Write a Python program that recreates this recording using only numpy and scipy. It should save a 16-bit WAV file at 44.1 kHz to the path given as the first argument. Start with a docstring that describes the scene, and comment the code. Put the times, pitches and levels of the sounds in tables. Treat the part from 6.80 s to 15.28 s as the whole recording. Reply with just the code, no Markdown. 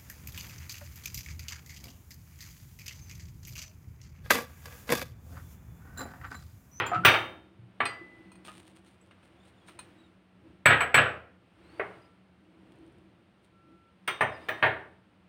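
"""Small glass bowls and a china dish knock on a stone counter as they are lifted, emptied and set down again.
Each knock layers a dense clack of filtered noise, a ring of decaying modes, a worktop thud and a hard-walled room.
Harder knocks chatter longer; follow-up contacts rock or land again, and single resonances ping and bump.
Grated onion slides into a plastic mixing bowl in wet pushes of tiny clicks; crumbs tick, thin squeaks glide.
Behind lie hum, hiss, whine and room noise, swelling with an earlier knock's reverb, then with arm movements."""
import sys
import numpy as np
from scipy import signal
from scipy.fft import rfft, irfft, next_fast_len
from scipy.io import wavfile

SR = 44100
rng = np.random.default_rng(int(sys.argv[2]) if len(sys.argv) > 2 else 0)


def waveform_to_disk(signal):
    """Save audio, clipped to [-1, 1], as 16-bit WAV at the path in sys.argv[1]."""
    frames = np.transpose(np.atleast_2d(signal))
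    scaled = np.clip(frames, -1, 1) * 32767
    samples = np.round(scaled).astype(np.int16)
    wavfile.write(sys.argv[1], SR, samples)


N = 373968
TIME = np.arange(N) / SR  # seconds through the scene
AGE = np.arange(32768) / SR  # seconds since a blow

# Clack colour of each vessel against the stone: (frequency [Hz], relative level [dB])
CLACK_COLOUR = { "bowl": [(50, -29.5), (100, -17), (250, -20.5), (400, -7), (900, -3.5), (1450, -1),
                (2100, -3), (2800, -2.5), (3800, -13), (5000, -21.5), (7000, -32.5), (8800, -28),
                (11500, -49.5), (15500, -41.5)], "thin bowl": [(50, -25), (100, -20.5), (330, -11),
                (650, -3.5), (950, -8), (1300, 0.5), (1700, 0), (2000, -4.5), (2300, -4), (3000, -8.5),
                (4000, -19.5), (6200, -50), (8300, -21), (11000, -51.5), (13500, -38)], "dish": [(50, -20),
                (100, -15), (250, -11), (420, -3.5), (650, 1.5), (1020, -2.5), (1350, -1.5), (1600, 0.5),
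                (1850, 3.5), (2400, -4), (3100, -9), (4000, -18), (5500, -42.5), (9000, -40), (15500, -13)]}
# Ringing modes of each vessel: (frequency [Hz], relative level [dB], t60 [s])
VESSEL_MODES = { "bowl": [(2961, -7, .21), (3128, -8, .5), (3359, -7, .15), (3537, -14, .2), (3671, -6, .5),
                (4000, -15, .24), (4904, -27, .4), (5884, -15, .33), (6051, -22, .2), (8786, -13, .15),
                (12660, -25, .16), (15390, -5, .13), (15600, -16, .13)], "thin bowl": [(1230, -8, 0.38),
                (1550, -34, .3), (2000, -4, 1), (2240, -23, .3), (2490, 6, 0.13), (4170, -3, 0.16),
                (4734, -8, 0.31), (6490, -26, 0.17), (8250, -4, 0.17), (8984, -0.5, 0.1)],
                "held bowl": [(1000, 8, 0.044), (1295, 7, 0.032), (2485, 0, 0.12), (4180, -4.5, 0.12),
                (6420, -4, 0.035), (7940, -10, 0.079), (8670, -6, 0.18), (8860, 4.5, 0.071)],
                "thin bowl foot": [(2320, 8, 0.15), (2460, -4, 0.39), (4240, -11.5, 0.13), (7940, -3, .22),
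                (7934, -7, .22), (8600, -22.5, .18), (12710, -17, 0.143), (12720, -23.5, .14),
                (13810, -21.5, .16), (14450, -26.5, .2), (15290, -25, .17)], "rim": [(3240, -4, 0.14),
                (4640, -17, .15), (7170, 3.5, 0.14), (7350, -4, 0.13), (9814, -23.5, .14),
                (13580, -17, .13), (14650, -23, .14)], "dish": [(2140, 2, 0.19), (3256, -5, 0.23),
                (3560, -21, .21), (3670, -12, 0.64), (6000, -24, 0.35), (6080, -18, .22), (8560, -15, 0.3),
                (8810, -1.5, 0.096), (8900, -12, 0.073), (11200, -30, .25), (15500, -13, .14)]}
# Strongest resonances of each vessel pressed on the stone, before the blow's own damping:
# (frequency [Hz], relative level [dB], t60 [s])
BOWL_PRESSED = [(358.6, -11.5, 0.43), (738, -11, 0.16), (1366, -6.5, 0.32), (1400, -7, 0.36),
                (1599, -14.5, 0.41), (1774.4, -5, 0.12), (1935, -10.5, 0.37), (2070, -18, 0.58),
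                (2240, -18, 0.39), (2380, -14, 0.29), (2446, -7, 0.14), (2800, -24, 0.58)]
THIN_BOWL_PRESSED = [(703, -14, 0.45), (978, -15.5, 0.55), (1277, -14, 0.47), (1355, -12.5, 0.21),
                     (1477, -11.5, 0.31), (1615, -16, 0.27), (1650, -16, 0.22), (1672, -4, 0.35),
                     (1870, -11, 0.48), (1916, -11, 0.3), (2140, -21, 0.34), (2250, -7.5, 0.34),
                     (2480, -15, 0.2), (2595, -16, 0.19)]
DISH_PRESSED = [(646, -12, 0.54), (750, -27, 0.55), (790, -19.5, 0.2), (955, -13.5, 0.26), (1173, -12, 0.2),
                (1490, -16, 0.23), (1600, -34, 0.44), (1836, -21, 0.28), (1860, -2.5, 0.088),
                (1950, -34, 0.49), (2100, -18, 0.23), (2175, -14.5, 0.38), (2470, -11, 0.14),
                (2640, -25, 0.37)]
PRESSED_MODES = {"bowl": BOWL_PRESSED, "thin bowl": THIN_BOWL_PRESSED, "dish": DISH_PRESSED}
# Crowd of short upper modes woken by a sharp contact: (frequency [Hz], relative level [dB])
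SHIMMER_COLOUR = [(1500, -30.5), (3300, 4.5), (4600, 1), (6000, -9), (7000, -10.5), (8900, -3),
                  (11000, -22), (13500, -12), (15500, -8.5)]
# Share of the shimmer in each vessel's ring: vessel name: relative level [dB]
SHIMMER_SHARE = {"bowl": -7.5, "thin bowl": -16, "held bowl": -9.5, "thin bowl foot": -15.5, "rim": -10.5,
                 "dish": -14}
# Low modes of the worktop and the cupboard under it: (frequency [Hz], relative level [dB], t60 [s])
WORKTOP_MODES = [(80.3, -8, 0.76), (110.6, 2.5, 0.44), (140.5, 1.5, 0.37), (180.6, -16.5, 0.2),
                 (258.4, -5, 0.35), (383, -3.5, .35)]
# Decay of the kitchen's reflections: (frequency [Hz], t60 [s])
ROOM_DECAY = [(100, 0.32), (250, .58), (600, 0.5), (1500, 0.42), (4000, 0.33), (10000, 0.34)]
# A vessel meets the counter or its neighbour:
# (time [s], clack name, ring name, clack level [dB], contact cut-off [Hz], ring level [dB])
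KNOCKS = [ (-.04, "bowl", "bowl", -19, 3700, -60), (0.0638, "bowl", "rim", -43, 15000, -42.5),
          (.145, "bowl", "rim", -41.5, 9000, -62), (0.2492, "bowl", "bowl", -13.5, 15000, -19),
          (1.003, "thin bowl", "thin bowl", -25.5, 3800, -58.5),
          (1.054, "bowl", "thin bowl", -33.5, 9000, -35.5),
          (3.857, "thin bowl", "thin bowl foot", -14, 12000, -24),
          (4.006, "thin bowl", "thin bowl foot", -23.5, 3200, -35),
          (4.143, "thin bowl", "thin bowl foot", -17, 7990, -23.5),
          (4.9955, "dish", "dish", -29.5, 2150, -69.5), (7.2762, "bowl", "dish", -33, 5010, -32),
          (7.408, "dish", "dish", -21, 2850, -39), (7.686, "dish", "bowl", -28.5, 6050, -44),
          (7.826, "dish", "dish", -19, 4750, -56)]
# Follow-up contacts: a vessel rocks and lands again, or a graze leads into a fuller knock:
# (time [s], clack level [dB])
FOLLOW_UPS = [(.281, -19), (0.3395, -23), (3.904, -18.5), (3.926, -21.5), (4.177, -17), (7.2808, -30),
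              (7.86, -29)]
# Fingers tap the held glass bowl: (time [s], clack level [dB], ring level [dB])
FINGER_TAPS = [(1.517, -77, -59), (1.554, -69, -65), (1.651, -70, -61), (1.6804, -49.5, -69),
               (2.31, -60, -78), (2.429, -67, -75), (2.884, -56, -60), (2.9896, -53, -46)]
# Single resonances sounding at a bump, a light touch or a fuller knock of a vessel:
# (time [s], frequency [Hz], level [dB])
SINGLE_RESONANCES = [(.1165, 722, -23.5), (.116, 1273, -27), (0.133, 1283, -20), (0.156, 1318, -23),
                     (.161, 123, -37), (.179, 181, -34.5), (0.236, 1420, -31.5), (.789, 117.8, -45.5),
                     (1.004, 1166, -23), (1.458, 189, -52), (1.211, 339, -44.5), (1.681, 1245, -45.5),
                     (2.212, 7860, -62), (4.996, 404, -35)]
# Pushes of the fingers send wet shreds off the vessel: (peak time [s], rise [s], t60 [s], level [dB])
ONION_PUSHES = [(1.653, 0.0055, 0.28, -50), (1.775, 0.043, 0.31, -58.5), (1.875, 0.013, 0.24, -62),
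                (1.965, .01, .15, -63), (2.075, 0.027, .35, -65), (2.259, .04, .2, -75),
                (2.445, 0.016, .25, -70), (2.688, 0.041, 0.11, -64), (2.888, .018, 0.23, -57),
                (6.655, 0.026, 0.16, -72.5)]
# Colour of sliding onion and crumbs: (frequency [Hz], relative level [dB])
SLIDE_COLOUR = [(800, 8), (1400, 6.5), (3500, 9), (5500, -3), (7500, -3), (9000, 8.5), (11000, -11),
                (15500, -12)]
# The two ends of the span holding the last crumbs: (time [s], time [s])
CRUMB_SPAN = (6.2, 5.9)
# Faint gliding squeaks: (time [s], length [s], start frequency [Hz], end frequency [Hz], level [dB])
SQUEAKS = [(2.573, .13, 3150, 3910, -70.5), (2.726, 0.15, 3580, 3010, -73), (3.151, .15, 3830, 3480, -71.5),
           (4.803, 0.24, 3700, 4700, -71.5), (5.139, 0.17, 4450, 4800, -78.5),
           (7.51, 0.077, 5130, 4500, -66), (7.597, .07, 4400, 4900, -72)]
# Swells added to the idle whine: (start time [s], length [s], added level [dB])
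WHINE_SWELLS = [(5.103, 0.26, -69.5), (6.723, .41, -66.5)]
# Swells of low noise and rustle: the fading reverb of an earlier knock at first, then arm movements;
# levels ahead of the layer trims: (middle time [s], half length [s], rumble level [dB], rustle level [dB])
NOISE_SWELLS = [(.1, 0.45, -47, -61), (1.327, 0.42, -59, -66), (1.849, 0.32, -61.5, -69.5),
                (2.6, 0.48, -67, -68), (3.07, 0.26, -60.5, -65.5), (3.69, 0.11, -57.5, -71),
                (4.3, .12, -57, -74), (5.032, 0.25, -56.5, -60.5), (6, 0.34, -58, -70),
                (6.915, 0.074, -61, -76.5), (7.697, 0.32, -57, -58)]
# Colours of room tone, swelling rumble, rustle and hiss: (frequency [Hz], relative level [dB])
ROOM_TONE_COLOUR = [(25, -8.5), (50, -6.5), (87, -3), (134, -9), (156, -15.5), (186, 0.5), (217, -18),
                    (247, -11.5), (339, -9.5), (500, -25), (900, -40), (2000, -64.5)]
RUMBLE_COLOUR = [(25, -1.5), (45, -0.5), (80, -4.5), (130, -1.5), (152, -10), (184, 0.5), (217, -13),
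                 (250, -2.5), (280, -7.5), (325, 6.5), (413, -12.5), (800, -21), (2000, -59.5)]
RUSTLE_COLOUR = [(250, -25), (500, -1), (900, -5.5), (1400, -7), (1800, -9), (2800, -10), (3800, -15.5),
                 (6000, -21)]
HISS_COLOUR = [(3000, -7.5), (4500, -7), (6500, -13), (8000, -2), (9000, 7), (10500, -13), (13000, -10.5),
               (15500, -9.5)]

# Blow force is 1 at FIRM_DB; growth is per unit of force
FIRM_DB, FORCE_POWER = -16, 0.28
CHATTER_T60_S, CHATTER_GROWTH_S = 0.052, 0.11
ROOM_DB, ROOM_GROWTH_DB = -13, 11
PRESSED_DB, PRESSED_GROWTH_DB = -13, 7  # relative to the clack
THUD_DB, THUD_SLOPE = -31, 1.7  # worktop gain at FIRM_DB; dB per dB of clack
FOLLOW_UP_HZ, FOLLOW_UP_RING_DB = 3970, -27  # contact cut-off; ring relative to the clack
TAP_HZ = 14000  # contact cut-off of a fingernail
RESONANCE_T60_S, RESONANCE_DAMPING = 0.2, 0.45  # t60 at 1 kHz; power by which it shortens with pitch
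STILL_TONE_DB, STILL_RUSTLE_DB = -63.5, -70.5  # between the swells; the rustle is ahead of its trim
WHINE_HZ, WHINE_FADE_S, WHINE_IDLE_DB = 1350, 0.045, -80.5
TOP_HZ = 16100  # upper edge of the phone's band


def undb(db):
    """Decibels to gain."""
    return 10 ** (np.asarray(db) / 20)


def unit(x):
    """Scale to rms 1."""
    return x / np.sqrt(np.mean(x ** 2))


def onset_unit(x, size=880):
    """Scale so that the first 20 ms have rms 1."""
    return x / np.sqrt(np.mean(x[:size] ** 2))


def fade(t60):
    """Exponential decay after a blow, down 60 dB at t60 seconds."""
    return undb(-60 * AGE / t60)


def swell(rise_s):
    """A vibration takes a moment to spread through a body."""
    return 1 - np.exp(-AGE / rise_s)


def hump(s, half_s):
    """A bell-shaped swell around s seconds, down to 1/e at half_s either side."""
    return np.exp(-np.minimum(((TIME - s) / half_s) ** 2, 60))


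def add(track, s, sound):
    """Mix a sound in at s seconds, trimming what falls outside the track."""
    start = int(s * SR)
    part = sound[max(-start, 0):N - start]
    track[max(start, 0):max(start, 0) + len(part)] += part


def colour(x, points, cut_hz=np.inf):
    """Causal minimum-phase filter through (Hz, dB) points, falling steeply above cut_hz."""
    size = next_fast_len(len(x), True)
    f = np.fft.rfftfreq(size, 1 / SR) + 1
    hz, db = np.transpose(points)
    gain = undb(np.interp(np.log(f), np.log(hz), db))
    gain = gain / np.sqrt(1 + (f / cut_hz) ** 6)
    # Folding the cepstrum forward makes the filter causal
    cepstrum = irfft(np.log(gain), size)
    cepstrum[1:size // 2] *= 2
    cepstrum[size // 2 + 1:] = 0
    response = np.exp(rfft(cepstrum))
    return irfft(rfft(x, size) * response, size)[:len(x)]


def ripple(x, depth_db, spacing_hz):
    """Dense, uneven resonances: some narrow bands stand out, others sink."""
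    f = np.fft.rfftfreq(len(x), 1 / SR)[::8]
    heights = np.clip(rng.standard_normal(2048), -2, 2)
    bumps_db = depth_db * np.interp(f / spacing_hz, np.arange(len(heights)), heights)
    return colour(x, np.column_stack([f + 1, bumps_db]))


def ring(modes, waver=0.3, waver_hz=70, longest_s=1.0, knee_hz=6000):
    """Decaying modes; reflections from the walls make each one waver, the high ones more and faster."""
    out = np.zeros(len(AGE))
    for hz, db, t60 in modes:
        t60 = min(t60, longest_s)
        t = AGE[AGE < 1.3 * t60]
        blur = np.hypot(1, hz / knee_hz)
        drift = rng.standard_normal(256) + 1j * rng.standard_normal(256)
        drift[0] = 0  # the mode starts clean
        echo = blur * np.interp(t * waver_hz * blur, np.arange(len(drift)), drift)
        mode = np.exp((2j * np.pi * hz - np.log(1000) / t60) * t)
        out[:len(t)] += undb(db) * np.imag((1 + waver * echo) * mode)
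    return out


def room_tail(build_s=0.0018):
    """Diffuse reflections build up quickly, then each band of noise decays at its own rate."""
    hz, t60s = np.transpose(ROOM_DECAY)
    noise = rfft(rng.standard_normal(len(AGE)))
    log_f = np.log(np.fft.rfftfreq(len(AGE), 1 / SR) + 1)
    tail = np.zeros(len(AGE))
    for share, t60 in zip(np.eye(len(hz)), t60s):
        band = irfft(noise * np.interp(log_f, np.log(hz), share))
        tail += band * fade(t60)
    return tail * swell(build_s)


def kitchen(rumble_db=2, rustle_db=1, rustle_top_hz=4200, hiss_db=-90, swell_hiss_db=-17,
            hum_hz=187, hum_db=-67, hum_q=25):
    """Low room noise with a hum and a thin hiss; an earlier knock's reverb, then arm movements, swell it."""
    # Overlapping swells add in power
    rumble_power = sum((undb(db) * hump(s, half_s)) ** 2 for s, half_s, db, _ in NOISE_SWELLS)
    rustle_power = sum((undb(db) * hump(s, half_s)) ** 2 for s, half_s, _, db in NOISE_SWELLS)
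    still = undb(STILL_TONE_DB) * unit(colour(rng.standard_normal(N), ROOM_TONE_COLOUR))
    rumble = unit(colour(rng.standard_normal(N), RUMBLE_COLOUR)) * np.sqrt(rumble_power)
    rustle = unit(colour(rng.standard_normal(N), RUSTLE_COLOUR, rustle_top_hz))
    rustle = rustle * np.sqrt(undb(STILL_RUSTLE_DB) ** 2 + rustle_power)
    hum = unit(signal.lfilter(*signal.iirpeak(hum_hz, hum_q, fs=SR), rng.standard_normal(N)))
    hiss_level = np.hypot(undb(hiss_db), undb(swell_hiss_db) * np.sqrt(rustle_power))
    hiss = unit(colour(rng.standard_normal(N), HISS_COLOUR)) * hiss_level
    return still + undb(rumble_db) * rumble + undb(rustle_db) * rustle + undb(hum_db) * hum + hiss


def whine():
    """A faint sine of fixed pitch that fades up, holds and fades back to its idle level."""
    level = undb(WHINE_IDLE_DB)
    for s, length, db in WHINE_SWELLS:
        to_edge = np.minimum(TIME - s, s + length - TIME)
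        level = level + undb(db) * np.clip(to_edge / WHINE_FADE_S, 0, 1)
    return level * np.sin(2 * np.pi * WHINE_HZ * TIME)


def squeaks(wobble=0.012, arch=0.05, rough=0.91, rough_hz=130, upper_ratio=2.0, upper_db=-13, count=12):
    """Thin, rough whistles that arch in and out, each with a fainter strand about an octave above."""
    out = np.zeros(N)
    for s, length, start_hz, end_hz, db in SQUEAKS:
        u = np.linspace(0, 1, int(length * SR))
        arc = np.sin(np.pi * u)
        for ratio, strand_db in ((1, 0), (upper_ratio, upper_db)):
            drift = np.interp(u, np.linspace(0, 1, count), rng.standard_normal(count))
            glide = start_hz + (end_hz - start_hz) * u
            hz = ratio * glide * (1 + arch * arc + wobble * drift)
            grain = rng.standard_normal(128)
            flutter = 1 + rough * np.interp(u * length * rough_hz, np.arange(len(grain)), grain)
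            whistle = np.sin(2 * np.pi * np.cumsum(hz) / SR)
            add(out, s, undb(db + strand_db) * flutter * arc * whistle)
    return out


def crumbs(db=-77, scatter_db=3, t60=0.025, count=7):
    """Sparse, faint ticks of decaying noise as fingers clear the china dish."""
    out = np.zeros(N)
    places = (np.arange(count) + rng.random(count)) / count
    for place, size in zip(places, rng.standard_normal(count)):
        tick = onset_unit(colour(rng.standard_normal(len(AGE)) * fade(t60), SLIDE_COLOUR))
        add(out, np.interp(place, [0, 1], CRUMB_SPAN), undb(db + scatter_db * size) * tick)
    return out


def onion(rate=900, spread_db=3.5, smear=0.42):
    """Wet shreds let go in a stream of tiny clicks that swells with each push and dies away."""
    lets_go = rng.random(N) < rate / SR  # rate in clicks per second
    sizes = undb(spread_db * np.minimum(rng.exponential(size=N), 5))
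    clicks = lets_go * rng.choice([-1, 1], N) * sizes
    crackle = unit(colour(unit(clicks) + smear * rng.standard_normal(N), SLIDE_COLOUR))
    flow = np.zeros(N)
    for s, rise_s, t60, db in ONION_PUSHES:
        decay = np.exp(-np.log(1000) * np.abs(TIME - s) / t60)
        flow += undb(db) * np.where(TIME < s, hump(s, rise_s), decay)
    return crackle * flow


def single_resonances(grit_db=-11, width=0.25):
    """Hollow bumps and pings, each one mode with a skirt of noise around its pitch; low ones ring longer."""
    out = np.zeros(N)
    for s, hz, db in SINGLE_RESONANCES:
        t60 = RESONANCE_T60_S / (hz / 1000) ** RESONANCE_DAMPING
        skirt_colour = [(hz / 4, -35), (hz / (1 + width), -9), (hz, 0),
                        (hz * (1 + width), -12), (hz * 4, -45), (hz * 20, -90)]
        skirt = unit(colour(rng.standard_normal(len(AGE)), skirt_colour))
        tone = ring([(hz, 0, t60)], waver=0.4, waver_hz=160)
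        sound = tone + undb(grit_db) * skirt * fade(t60)
        add(out, s, undb(db) * sound * swell(0.00033))
    return out


def shimmer(t60=0.046, tail_db=-14, tail_t60=0.42, depth_db=6, spacing_hz=110):
    """Bright, quickly fading jangle of the upper modes, with a faint tail from the tiled walls."""
    shape = (fade(t60) + undb(tail_db) * fade(tail_t60)) * swell(0.00053)
    burst = rng.standard_normal(len(AGE)) * shape
    return onset_unit(colour(ripple(burst, depth_db, spacing_hz), SHIMMER_COLOUR))


def clack(points, contact_hz, t60, room_db, crack=1.0, crack_t60=0.02, spacing_hz=55):
    """A crack and a crowd of short modes, then the room; a softer contact is duller."""
    shape = (fade(t60) + crack * fade(crack_t60)) * swell(0.00059)
    burst = rng.standard_normal(len(AGE)) * shape + undb(room_db) * room_tail()
    burst = ripple(burst, 3.2, spacing_hz)
    return onset_unit(colour(burst, points, contact_hz))


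def strike(body, vessel, db, contact_hz, ring_db, graze_db=-21, graze_s=0.003):
    """An edge grazes, the vessel clacks and rings, the heavy worktop builds slower: (delay [s], sound) parts."""
    force = undb(db - FIRM_DB) ** FORCE_POWER
    t60 = CHATTER_T60_S + CHATTER_GROWTH_S * force
    blow = undb(db) * clack(CLACK_COLOUR[body], contact_hz, t60, ROOM_DB + ROOM_GROWTH_DB * force)

    pressed = ring(PRESSED_MODES[body], waver=0.45, waver_hz=60, longest_s=0.69)
    pressed = onset_unit(pressed * swell(0.002) * fade(6 * t60))
    pressed = undb(db + PRESSED_DB + PRESSED_GROWTH_DB * force) * pressed

    chime = ring(VESSEL_MODES[vessel], waver=0.2, waver_hz=109) * swell(0.0007)
    chime = undb(ring_db) * (chime + undb(SHIMMER_SHARE[vessel]) * shimmer())

    thud = ring(WORKTOP_MODES, waver=0.18, waver_hz=20) * swell(0.005)
    thud = undb(THUD_DB + THUD_SLOPE * (db - FIRM_DB)) * thud

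    graze = undb(graze_db) * blow * fade(0.011)
    return [(-graze_s, graze), (0, blow + pressed + chime + thud)]


def knocks():
    """Vessels meeting the counter and each other, follow-up contacts, and finger taps on the held bowl."""
    blows = list(KNOCKS)
    for s, db in FOLLOW_UPS:
        # A follow-up takes the clack and ring of the latest knock
        body, vessel = [row[1:3] for row in KNOCKS if row[0] < s][-1]
        blows.append((s, body, vessel, db, FOLLOW_UP_HZ, db + FOLLOW_UP_RING_DB))
    for s, db, ring_db in FINGER_TAPS:
        blows.append((s, "bowl", "held bowl", db, TAP_HZ, ring_db))
    out = np.zeros(N)
    for s, *blow in blows:
        for delay, sound in strike(*blow):
            add(out, s + delay, sound)
    return out


def scene():
    """Every layer summed to one channel, as at one microphone above the counter."""
    background = kitchen() + whine()
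    details = squeaks() + crumbs() + onion()
    vessels = single_resonances() + knocks()
    return (background + details + vessels)[None]


def record(dry, bass_hz=70):
    """The phone thins the deep bass, rounds the highest peaks and cuts the top."""
    bass_cut = signal.butter(4, bass_hz, "high", fs=SR, output="sos")
    thin = signal.sosfilt(bass_cut, dry)
    rounded = 1.3 * np.tanh(thin / 1.3)
    top_cut = signal.ellip(10, 0.2, 80, TOP_HZ, fs=SR, output="sos")
    return signal.sosfilt(top_cut, rounded)


dry = scene()
out = record(dry)
waveform_to_disk(out)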